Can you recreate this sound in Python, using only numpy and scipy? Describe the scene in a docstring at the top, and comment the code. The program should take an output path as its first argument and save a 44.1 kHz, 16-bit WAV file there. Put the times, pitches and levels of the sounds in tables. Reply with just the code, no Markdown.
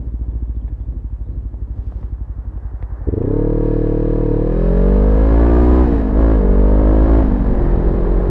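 """A two-cylinder motorcycle, heard from the rider's helmet, idles up to a junction and pulls away.
Its cylinders gulp air about a quarter of a cycle apart; the note hardens as the throttle opens and
turns hollow at the gear changes. Valves clatter, gears whine, the chain sizzles, levers knock, and
wind buffets the helmet as speed builds. Tyres hiss as another bike passes, and later an oncoming car.
Before the junction a bird sings faintly, the tyres rumble on paving and the helmet rubs the collar."""
import sys
import numpy as np
from scipy import signal
from scipy.fft import rfft, irfft, next_fast_len
from scipy.io import wavfile

SR = 44100
rng = np.random.default_rng(int(sys.argv[2]) if len(sys.argv) > 2 else 0)


def wrap_up_sound(samples):
    """Save the sound to the file named by the first command line argument, as 16-bit audio."""
    columns = np.atleast_2d(samples).T
    # keep every value between -1 and 1, then stretch to whole-number steps
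    tamed = np.clip(columns, -1, 1)
    steps = np.round(tamed * 32767).astype(np.int16)
    wavfile.write(sys.argv[1], SR, steps)


N = 366024
TIME = np.arange(N) / SR
PULL_AWAY_S, PULL_AWAY_FADE_S = 3.055, 0.024
CRUISE_REVS, CRUISE_KMH = 50, 60

# Engine speed ("revs"). Each row: time in seconds, four-stroke cycles a second.
ENGINE_REVS = [(0.0, 13.9), (0.48, 14.22), (0.7, 12.47), (1.64, 12.08), (3.03, 10.87), (3.18, 26.78),
               (3.34, 35.86), (3.51, 38.27), (3.83, 37.71), (4.2, 38.86), (4.32, 36.64), (4.72, 45.1),
               (4.93, 49), (5.26, 54.6), (5.48, 58.4), (5.8, 63.09), (6.03, 53.1), (6.12, 49.99),
               (6.2, 55.2), (6.32, 54.9), (6.44, 47.9), (7.06, 54.4), (7.18, 55.5), (7.41, 47.08),
               (7.55, 45.6), (7.63, 43.2), (8.3, 45.49)]
# The rider's hand. Each row: time in seconds, throttle opening from 0 (shut) to 1 (wide open).
THROTTLE = [(3.05, 0.25), (3.44, 0.42), (3.9, 0.4), (4.15, 0.41), (4.32, 0.42), (4.5, 0.43), (4.7, 0.58),
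            (4.92, 0.71), (5.14, 0.74), (5.5, 0.96), (5.82, 1.0), (5.87, 0), (6.12, 0.04), (6.18, 0.86),
            (6.32, 0.87), (6.43, 0.55), (6.62, 0.78), (6.8, 0.83), (7.19, 0.89), (7.27, 0.01), (7.5, 0.04),
            (7.66, 0.15), (8.3, 0.2)]
# Road speed. Each row: time in seconds, speed in km/h.
ROAD_SPEED = [(0, 21), (1, 13.1), (3.0, 11.6), (4.2, 36.7), (4.9, 47), (5.8, 61.3), (6.5, 54), (7.2, 61.8),
              (8.3, 61)]
# Five throttle openings, from shut to wide open. At each the intake pipe has its own voice.
OPENINGS = [0, 1 / 6, 1 / 3, 2 / 3, 1]
# Those voices. Each row: frequency in Hz, then a level in dB for each of the five openings.
PIPE_VOICES = [(73.4, -43.5, -31.5, -11.5, -35.5, -24.5), (103, -35, -27, -15, -18.5, -22.5),
               (138, -35, -29, -31, -17.5, -28), (200, -19, -25, -31, -16.5, -24),
               (226, -20.5, -32.5, -30.5, -27.5, -12.5), (290, -18, -24, -21, -24.5, -8.5),
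               (319, -26.5, -24.5, -24, -30, -4.5), (365, -25.5, -26.5, -23, -40, -13),
               (384, -45.5, -27, -27, -23, -17.5), (454, -33, -21, -24.5, -22, -27.5),
               (502, -45, -40, -29.5, -23.5, -24.5), (570.6, -43, -35, -44.5, -22, -19),
               (659, -46.5, -48, -41, -49, -25.5), (760, -55.5, -54, -64, -57.5, -44.5),
               (940, -53.5, -59, -61.5, -48, -42), (1110, -64.5, -54.5, -68.5, -55.5, -41),
               (1330, -67, -66, -69.5, -68, -45), (1690, -55.5, -66, -62, -55, -46.5),
               (1880, -64.5, -70, -70, -66, -55.5), (2400, -78, -77, -79, -72, -66.5)]
# Standing waves in the pipe. Each row: frequency in Hz, width in Hz, boost in dB.
PIPE_RINGS = [(478.4, 8.2, 3), (730, 7.2, 5), (972, 17, -0.5)]
# The cylinder that gulps first, one row per opening. Each row: strength beside the other cylinder
# (negative flips the wave), head start in cycles.
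FIRST_CYLINDER = [(0.51, 0.212), (0.44, .245), (0.66, 0.2432), (0.9, 0.2246), (-0.54, 0.2062)]
# Four valve beats a cycle lift harmonics 4, 8, 12, 16 and 20 (multiples of the revs) at high revs.
# Each row: boost in dB with the throttle shut, boost in dB under power.
VALVE_BOOST = [(-1, -1.5), (13, -1.5), (22.5, 8), (16.5, 11.5), (-4, 11)]
# The boom of the airbox, which feeds the engine air: a level in dB for each opening, at cruising revs.
BOOM_DB = [-19, -13.5, -17.5, -11, -11.5]
# One puff at idle. Each row: frequency in Hz, relative level in dB.
PUFF_TONE = [(40, 0.5), (90, 8.5), (125, -6.5), (175, -0.5), (240, 4), (330, -4.5), (430, -19.5),
             (600, -38.5), (1000, -59), (3000, -96)]
# The engine casing's tone. Each row: frequency in Hz, relative level in dB.
CASING_TONE = [(200, -16.5), (500, 7), (800, 2), (1100, 0), (1400, -8.5), (1900, -16), (2400, -24),
               (3200, -24.5), (4800, -42.5), (5800, -42), (8000, -48), (10000, -52), (14000, -74.5)]
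# Where the casing rings. Each row: frequency in Hz, width in Hz, boost in dB.
CASING_RINGS = [(909, 9.7, 7.7), (1670, 63, 11), (1900, 40, 3), (2130, 56, 10), (2390, 76, 4.7),
                (4100, 150, 5.3), (4220, 110, 5.6), (4770, 550, 11), (6450, 300, 3.6), (7560, 960, 8.1)]
# Clean gear whine. Each row: harmonic number, level in dB under power.
GEAR_WHINE = [(18, -45), (25, -48), (30, -53), (36, -58)]
# The harmonic numbers at which the fastest gear teeth meet.
TOOTH_HARMONICS = [56, 110]
# The gear case's tone. Each row: frequency in Hz, relative level in dB.
GEAR_CASE_TONE = [(1500, -8), (2150, 0.5), (2650, 1.5), (3050, 0), (3400, -6.5), (3950, 0.5), (4400, -7.5),
                  (5500, -25.5), (8000, -37)]
# The chain's sizzle, which follows the pull on it. Each row: time in seconds, level in dB.
CHAIN_PULL = [(3.1, -84), (3.4, -71), (3.65, -53.5), (4.42, -53.5), (4.65, -48), (4.85, -48.5), (5.05, -51),
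              (5.3, -46.5), (5.8, -44.5), (5.98, -45.5), (6.13, -53.5), (6.2, -52), (6.33, -46),
              (6.47, -57), (6.85, -54.5), (7.15, -46.5), (7.35, -52), (8.3, -53)]
# The chain on its sprockets. Each row: frequency in Hz, relative level in dB.
CHAIN_TONE = [(500, -20), (1000, 1), (1500, 12), (2200, 0.5), (2700, -0.5), (3150, -3), (3550, -12.5),
              (4000, -9.5), (4500, -8.5), (5300, -12), (5800, -18.5), (8000, -23), (10000, -34.5),
              (14000, -36)]
# Where the chain rings. Each row: frequency in Hz, width in Hz, boost in dB.
CHAIN_RINGS = [(860, 49, 9), (1710, 58, 7.9), (2510, 110, 6.3), (3840, 290, 10.5), (6360, 150, 5.4),
               (7520, 220, 9)]
# Air thumping the helmet. Each row: frequency in Hz, relative level in dB.
BUFFET_TONE = [(12, -12), (25, -2.5), (50, -6), (80, -11), (130, -15), (220, -19), (400, -31.5),
               (1000, -68.5), (3000, -101.5)]
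# Air roaring over the helmet. Each row: frequency in Hz, relative level in dB.
ROAR_TONE = [(60, -2.5), (150, -5.5), (300, 2), (500, 2.5), (700, -4), (1000, -8.5), (1400, -20),
             (1800, -19.5), (2500, -36.5), (4000, -42.5), (6000, -57.5), (8000, -62), (13000, -77)]
# The other bike, then the car. Each row: time in seconds when nearest, level in dB then,
# seconds it takes to travel as far as it then is from us.
PASSES = [(3.251, -44, 0.53), (7.699, -35.5, 0.087)]
# Their tyres. Each row: frequency in Hz, relative level in dB.
TYRE_TONE = [(80, -14), (300, 8), (600, 4), (950, 3.5), (1400, -5), (1850, -7), (2200, -20.5),
             (3000, -38.5), (5000, -38.5), (9000, -53.5)]
# The helmet rubbing the collar. Each row: frequency in Hz, relative level in dB.
COLLAR_TONE = [(60, -3.5), (200, 5), (400, -6.5), (700, -18.5), (1300, -27), (2200, -34.5), (4500, -42),
               (7000, -50.5), (12000, -67)]
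# Knocks from levers and gearbox. Each row: start in seconds, relative level in dB,
# fading time in seconds, relative share of metal click in dB.
KNOCKS = [(.68, -44.5, .011, -2), (.926, -42.5, .002, -20), (1.542, -42, .0022, -19),
          (1.922, -38.5, 0.0044, -23), (2.029, -36.5, 0.0047, -11), (2.576, -36, .0022, -26),
          (2.826, -34, 0.0035, 0.5), (3.227, -36.5, .0022, -4.5)]
# A knock's thud. Each row: frequency in Hz, relative level in dB.
THUD_TONE = [(100, 1), (450, 20), (900, 10.5), (1800, -9.5), (2700, -17.5), (4500, -37), (6000, -44),
             (12000, -49.5)]
# A knock's metal click. Each row: frequency in Hz, relative level in dB.
CLICK_TONE = [(500, -8), (1700, 12), (2800, -4), (4500, -17.5), (6000, -27.5), (12000, -42)]
# Where the click rings. Each row: frequency in Hz, width in Hz, boost in dB.
CLICK_RINGS = [(1750, 200, 7.5), (2600, 600, 5)]
# A small bird's notes. 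Each row: start in seconds, length in seconds, first and last pitch in Hz,
# relative level in dB.
BIRD_NOTES = [(.02, .08, 4200, 5150, -77), (.205, .05, 3750, 3150, -73), (.292, .045, 3700, 3150, -72),
              (.34, .035, 3000, 3800, -71), (.415, .055, 3750, 3050, -74), (.462, .04, 3050, 3800, -70),
              (.54, .05, 3850, 3100, -71), (.595, .04, 3900, 2600, -68), (.66, .045, 3900, 3200, -66),
              (.712, .041, 3700, 2950, -72), (.785, .05, 3750, 3050, -71), (.83, .035, 3000, 3750, -73.5),
              (1.22, .08, 3400, 3950, -72), (1.27, .13, 3980, 4150, -76)]
# Tyres rolling slowly over block paving. Each row: frequency in Hz, relative level in dB.
PAVING_TONE = [(25, -14.5), (60, 3.5), (110, 2), (170, -9.5), (260, -10), (450, -19), (1000, -44),
               (3000, -81.5)]
# A steady hiss. Each row: frequency in Hz, relative level in dB.
HISS_TONE = [(100, 7.5), (2500, 3), (5000, -7), (9000, -8.5), (13000, -17.5)]


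def intake(cycles, revs, level_db=-2.69, lead_s=0.00543, sweep_s_per_hz=1.2e-5, sweep_top_hz=640,
           rasp_from_harmonic=15, grit_db=2):
    """Pairs of air gulps sound the intake pipe. The throttle changes its voice; the top is a rasp."""
    t = TIME[::128]  # the tone changes slowly, so coarse steps will do
    slow_revs, shares = np.interp(t, TIME, revs), voice_shares(t)
    shut = shares[0]
    first_strength, first_lead = np.transpose(FIRST_CYLINDER) @ shares
    grid_hz = np.fft.rfftfreq(8192, 1 / SR)
    voice_phases = [body_phase(voice) for voice in levels_at(PIPE_VOICES, grid_hz)]
    # with the throttle shut, the note dies away as the revs sink
    note_db = level_db + (11 * shut - 2) * octaves(np.maximum(slow_revs, 35), CRUISE_REVS)
    # a slow engine shuts its valves gently, so there is less treble
    dull_db_per_octave = 6 * np.maximum(0, 1 - slow_revs / 35)
    high_revs = np.clip((slow_revs - 46) / 8, 0, 1)
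    valve_db = dict(zip((4, 8, 12, 16, 20), np.array(VALVE_BOOST) @ [shut, 1 - shut] * high_revs))
    crank = np.exp(2j * np.pi * (cycles + 1.5e-5 * revs * wander(120)))
    wave = crank
    note, rasp = np.zeros((2, N))
    for harmonic in range(2, 46):
        hz = harmonic * slow_revs
        wave = wave * crank  # steps up to this harmonic
        phase = sum(share * np.interp(hz, grid_hz, p) for share, p in zip(shares, voice_phases))
        # each gulp starts lead_s early and sweeps upward as the valve closes: its treble comes last
        swept_hz = np.minimum(hz, sweep_top_hz)
        phase += 2 * np.pi * (hz * lead_s - sweep_s_per_hz * swept_hz * (hz - swept_hz / 2))
        pair = 1 + first_strength * np.exp(2j * np.pi * harmonic * first_lead)
        pipe_db = (shares * levels_at(PIPE_VOICES, hz)).sum(0) + ring_db(PIPE_RINGS, hz)
        dull_db = dull_db_per_octave * octaves(np.maximum(hz, 55), 55)
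        gain = amp(note_db + pipe_db - dull_db + valve_db.get(harmonic, 0))
        layer = note if harmonic < rasp_from_harmonic else rasp
        layer += (np.interp(TIME, t, gain * pair * np.exp(1j * phase)) * wave).real
    rasp *= amp(grit_db * np.tanh(wander(82)))
    return note * (1 + 0.02 * wander(45)) + rasp


def voice_shares(t):
    """How much of each pipe voice sounds; a snap of the throttle skips the voices in between."""
    times, opening = np.transpose(THROTTLE)
    shares = [np.interp(opening, OPENINGS, voice) for voice in np.eye(len(OPENINGS))]
    return np.array([np.interp(t, times, share) for share in shares])


def idle(cycles, revs, airbox_hz=55.8, width_hz=13.9, thump_db=-19, puff_db=-35):
    """Separate gulps of the two cylinders ring the airbox and puff through the pipe until pull-away."""
    def gulps(lead, spread_db=1):
        """One uneven kick a cycle, early by lead cycles."""
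        kicks = np.diff(np.floor(cycles + lead), prepend=np.floor(lead - 1 / 8))
        return kicks * amp(spread_db * rng.standard_normal(N))
    band_hz = [airbox_hz - width_hz / 2, airbox_hz + width_hz / 2]
    airbox = signal.butter(1, band_hz, "band", fs=SR, output="sos")
    soften = signal.butter(2, [24, 135], "band", fs=SR, output="sos")
    thump = signal.sosfilt(np.r_[airbox, soften], gulps(0.04) + 0.48 * gulps(0.04 + 1 / 4))
    first_gulps = gulps(0.055 + 1 / 4, spread_db=2)
    puff = colour(gulps(0.055) + 0.38 * first_gulps, PUFF_TONE)
    puff *= amp(puff_db + 16 * octaves(np.minimum(revs, 14.5), 12))
    return swell(PULL_AWAY_S, 0, 125) * (amp(thump_db) * unit_level(thump) + puff)


def airbox_boom(cycles, revs, throttle, lowest_hz=31):
    """The airbox breathes once a cycle, a tone when fast enough; an open throttle lets it out."""
    db = np.interp(throttle, OPENINGS, BOOM_DB) + 4.5 * octaves(revs, CRUISE_REVS)
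    gain = amp(db) / np.sqrt(1 + (lowest_hz / revs) ** 12)
    return gain * np.sqrt(2) * np.cos(2 * np.pi * (cycles + 0.087))


def clatter(cycles, revs, throttle, cruise_db=-40, load_db=7, load_lag_s=0.014):
    """Air tearing past the throttle and four valve taps a cycle ring the casing, more when working hard."""
    gulp = 0.18 * bumps(cycles, lead=-0.12, sharpness=2.5)
    taps = 0.35 * bumps(4 * cycles, lead=0.3, sharpness=3)
    step = 1 / (load_lag_s * SR)
    load = signal.lfilter([step], [1, step - 1], throttle)  # the load trails the throttle
    # at high revs much of the clatter repeats from cycle to cycle
    repeating = 0.69 * np.clip((revs - 15) / 40, 0, 1) * cycle_pattern(cycles)
    grains = rng.standard_normal(N) * amp(1.8 * wander(230))
    shaking = (grains + repeating) * (0.45 + gulp + taps)
    db = cruise_db + 8 * octaves(revs, CRUISE_REVS) + load_db * load
    return amp(db) * colour(shaking, CASING_TONE, CASING_RINGS)


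def gears(cycles, throttle, full_sizzle_db=-66, load_db=14, spread_hz=110):
    """Gear teeth whine on a few clean harmonics; the fastest smear into a sizzle that rings the case."""
    whine = sum(amp(db + 2 * wander(8.8)) * np.cos(2 * np.pi * k * cycles) for k, db in GEAR_WHINE)
    teeth = np.zeros(N)
    for harmonic in TOOTH_HARMONICS:
        smear = wander(spread_hz) + 1j * wander(spread_hz)
        teeth += (smear * np.exp(2j * np.pi * harmonic * cycles)).real
    sizzle = amp(full_sizzle_db + load_db * (throttle - 1)) * colour(teeth, GEAR_CASE_TONE)
    return np.minimum(3 * throttle, 1) * (whine + sizzle)


def chain(cycles, tug=0.35):
    """The chain draws tight and sizzles on its sprockets, tugged by each engine cycle."""
    links = rng.standard_normal(N) + 0.1 * cycle_pattern(cycles)
    links *= 1 + tug * bumps(cycles, lead=0, sharpness=2.6)
    return amp(curve(CHAIN_PULL)) * colour(links, CHAIN_TONE, CHAIN_RINGS)


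def wind(kmh, buffet_db=-19, roar_db=-28):
    """Swirls of air thump the helmet, and a roar swells with the same gusts. Both grow with speed."""
    speed_octaves, gust = octaves(kmh, CRUISE_KMH), np.tanh(wander(22))
    buffet = amp(buffet_db + 21 * speed_octaves + 2.5 * gust) * noise(BUFFET_TONE)
    roar = amp(roar_db + 15 * speed_octaves + gust + 1.2 * wander(70)) * noise(ROAR_TONE)
    return buffet + roar


def passing_traffic(fall_db_per_doubling=9):
    """Each vehicle's tyre noise swells as it comes near and fades as it leaves."""
    gain = np.zeros(N)
    for nearest_s, db, gap_s in PASSES:
        distance_doublings = octaves(np.hypot(TIME - nearest_s, gap_s), gap_s)
        gain += amp(db - fall_db_per_doubling * distance_doublings)
    return gain * amp(wander(35)) * noise(TYRE_TONE)


def collar_rustle(start_s=1.79, peak_s=2.02, peak_db=-39):
    """Cloth slips in small uneven grains as the head turns, presses harder, and stops with it."""
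    cloth = colour(rng.standard_normal(N) * amp(2 * wander(90)), COLLAR_TONE)
    return amp(peak_db) * swell(start_s, 150, 0) * swell(peak_s, 14, 120) * cloth


def knocks(average_db=-61.5, relative_click_db=-15):
    """Short dead knocks: a sharp contact, then a brief rattle. Metal on metal adds a bright click."""
    thud, click = np.zeros((2, N))
    for start_s, db, decay_s, metal_db in KNOCKS:
        age_s = np.maximum(TIME - start_s, 0)
        rattle = rng.standard_normal(N) * np.exp(-age_s / decay_s) * (TIME >= start_s)
        rattle[round(start_s * SR)] += 10  # the first contact
        thud += amp(db) * rattle
        click += amp(db + metal_db) * rattle
    thud, click = colour(thud, THUD_TONE), colour(click, CLICK_TONE, CLICK_RINGS)
    return amp(average_db) * (thud + amp(relative_click_db) * click)


def bird(scatter=0.55):
    """Each note is one short glide, scattered by the leaves on its way."""
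    song = np.zeros(N)
    for start_s, length_s, first_hz, last_hz, db in BIRD_NOTES:
        span = np.flatnonzero((TIME >= start_s) & (TIME < start_s + length_s))
        hz = np.linspace(first_hz, last_hz, len(span))
        song[span] += amp(db) * np.hanning(len(span)) * np.sin(2 * np.pi * np.cumsum(hz) / SR)
    return song * (1 - scatter + scatter * wander(400))


def paving_rumble(kmh, level_db=-41, asphalt_s=3.05):
    """The tyres rumble over paving blocks; the sound fades once they reach asphalt."""
    db = level_db + 6 * octaves(kmh, 10.6) + 3.3 * wander(3.7)
    return amp(db) * swell(asphalt_s, 0, 35) * noise(PAVING_TONE)


def hiss(level_db=-73):
    """A soft steady hiss lies under everything."""
    return amp(level_db) * noise(HISS_TONE)


def cycle_pattern(cycles, slack=0.0011, count=130, size=4096):
    """A random pattern that comes round every engine cycle; slack blurs its highest harmonics."""
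    harmonics = np.exp(2j * np.pi * rng.random(count)) * (np.arange(count) > 1)
    position = (cycles + slack * wander(60)) % 1
    return unit_level(np.interp(position, np.arange(size) / size, irfft(harmonics, size)))


def bumps(cycles, lead, sharpness):
    """A smooth bump once a cycle, early by lead cycles."""
    return np.exp(sharpness * (np.cos(2 * np.pi * (cycles + lead)) - 1))


def swell(peak_s, rise_db_per_s, fall_db_per_s):
    """A gain that climbs to 1 at peak_s and then dies away; a rate of 0 keeps that side flat."""
    before_s, after_s = np.maximum(peak_s - TIME, 0), np.maximum(TIME - peak_s, 0)
    return amp(-rise_db_per_s * before_s - fall_db_per_s * after_s)


def wander(hz):
    """A random wobble of average level 1, moving up to about hz times a second."""
    t = TIME[::16]
    size = next_fast_len(len(t))
    keep_slow = 1 / (1 + (np.fft.rfftfreq(size, t[1]) / hz) ** 4)
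    wobble = irfft(rfft(rng.standard_normal(size)) * keep_slow, size)
    return unit_level(np.interp(TIME, t, wobble[:len(t)]))


def noise(tone):
    """Steady noise with the given tone, at average level 1."""
    return colour(rng.standard_normal(N), tone)


def colour(x, tone, rings=(), size=8192):
    """Passes x through a body with a broad tone and narrow rings; comes out at average level 1."""
    hz = np.fft.rfftfreq(size, 1 / SR)
    db = levels_at(tone, hz)[0] + ring_db(rings, hz)
    tap_response = irfft(amp(db) * np.exp(1j * body_phase(db)))
    return unit_level(signal.oaconvolve(x, tap_response)[:N])


def body_phase(db):
    """How far a body with this tone shifts the wave at each frequency, in radians."""
    return -signal.hilbert(np.r_[db, db[-2:0:-1]] * np.log(10) / 20).imag[:len(db)]


def ring_db(rings, hz):
    """The boost in dB that a body's rings give at the frequencies hz."""
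    return sum(boost / (1 + (2 * (hz - centre) / width) ** 2) for centre, width, boost in rings)


def levels_at(tone, hz):
    """Each dB column of a tone table at the frequencies hz."""
    table_hz, *columns = np.transpose(tone)
    return [np.interp(np.log(hz + 1), np.log(table_hz + 1), column) for column in columns]


def curve(rows):
    """Joins rows of time and value with straight lines."""
    return np.interp(TIME, *np.transpose(rows))


def octaves(value, reference):
    """How many doublings value lies above reference."""
    return np.log2(value / reference)


def amp(db):
    """Decibels to gain."""
    return 10 ** (np.asarray(db) / 20)


def unit_level(x):
    """Scales x to an average (root mean square) level of 1."""
    return x / np.sqrt(np.mean(x ** 2) + 1e-20)


def scene():
    """Revs and throttle drive the engine sounds; road speed drives the wind and the paving rumble."""
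    revs, kmh = curve(ENGINE_REVS), curve(ROAD_SPEED)
    cycles = np.cumsum(revs) / SR
    under_way = np.clip((TIME - PULL_AWAY_S) / PULL_AWAY_FADE_S, 0, 1)
    throttle = under_way * curve(THROTTLE)
    bike = idle(cycles, revs) + under_way * (intake(cycles, revs) + airbox_boom(cycles, revs, throttle))
    bike += clatter(cycles, revs, throttle) + gears(cycles, throttle) + chain(cycles)
    mix = bike + wind(kmh) + passing_traffic() + collar_rustle() + knocks()
    return (mix + bird() + paving_rumble(kmh) + hiss())[None]


def record(dry, ceiling=0.72, knee=8, lowest_hz=6, highest_hz=14200):
    """Rounds off the tallest peaks, then cuts the deepest bass and the highest treble."""
    rounded = dry / (1 + abs(dry / ceiling) ** knee) ** (1 / knee)
    bass_cut = signal.butter(1, lowest_hz, "high", fs=SR, output="sos")
    treble_cut = signal.firwin(511, highest_hz, window=("kaiser", 9), fs=SR)
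    return signal.oaconvolve(signal.sosfilt(bass_cut, rounded), treble_cut[None], "same")


dry = scene()
out = record(dry)
wrap_up_sound(out)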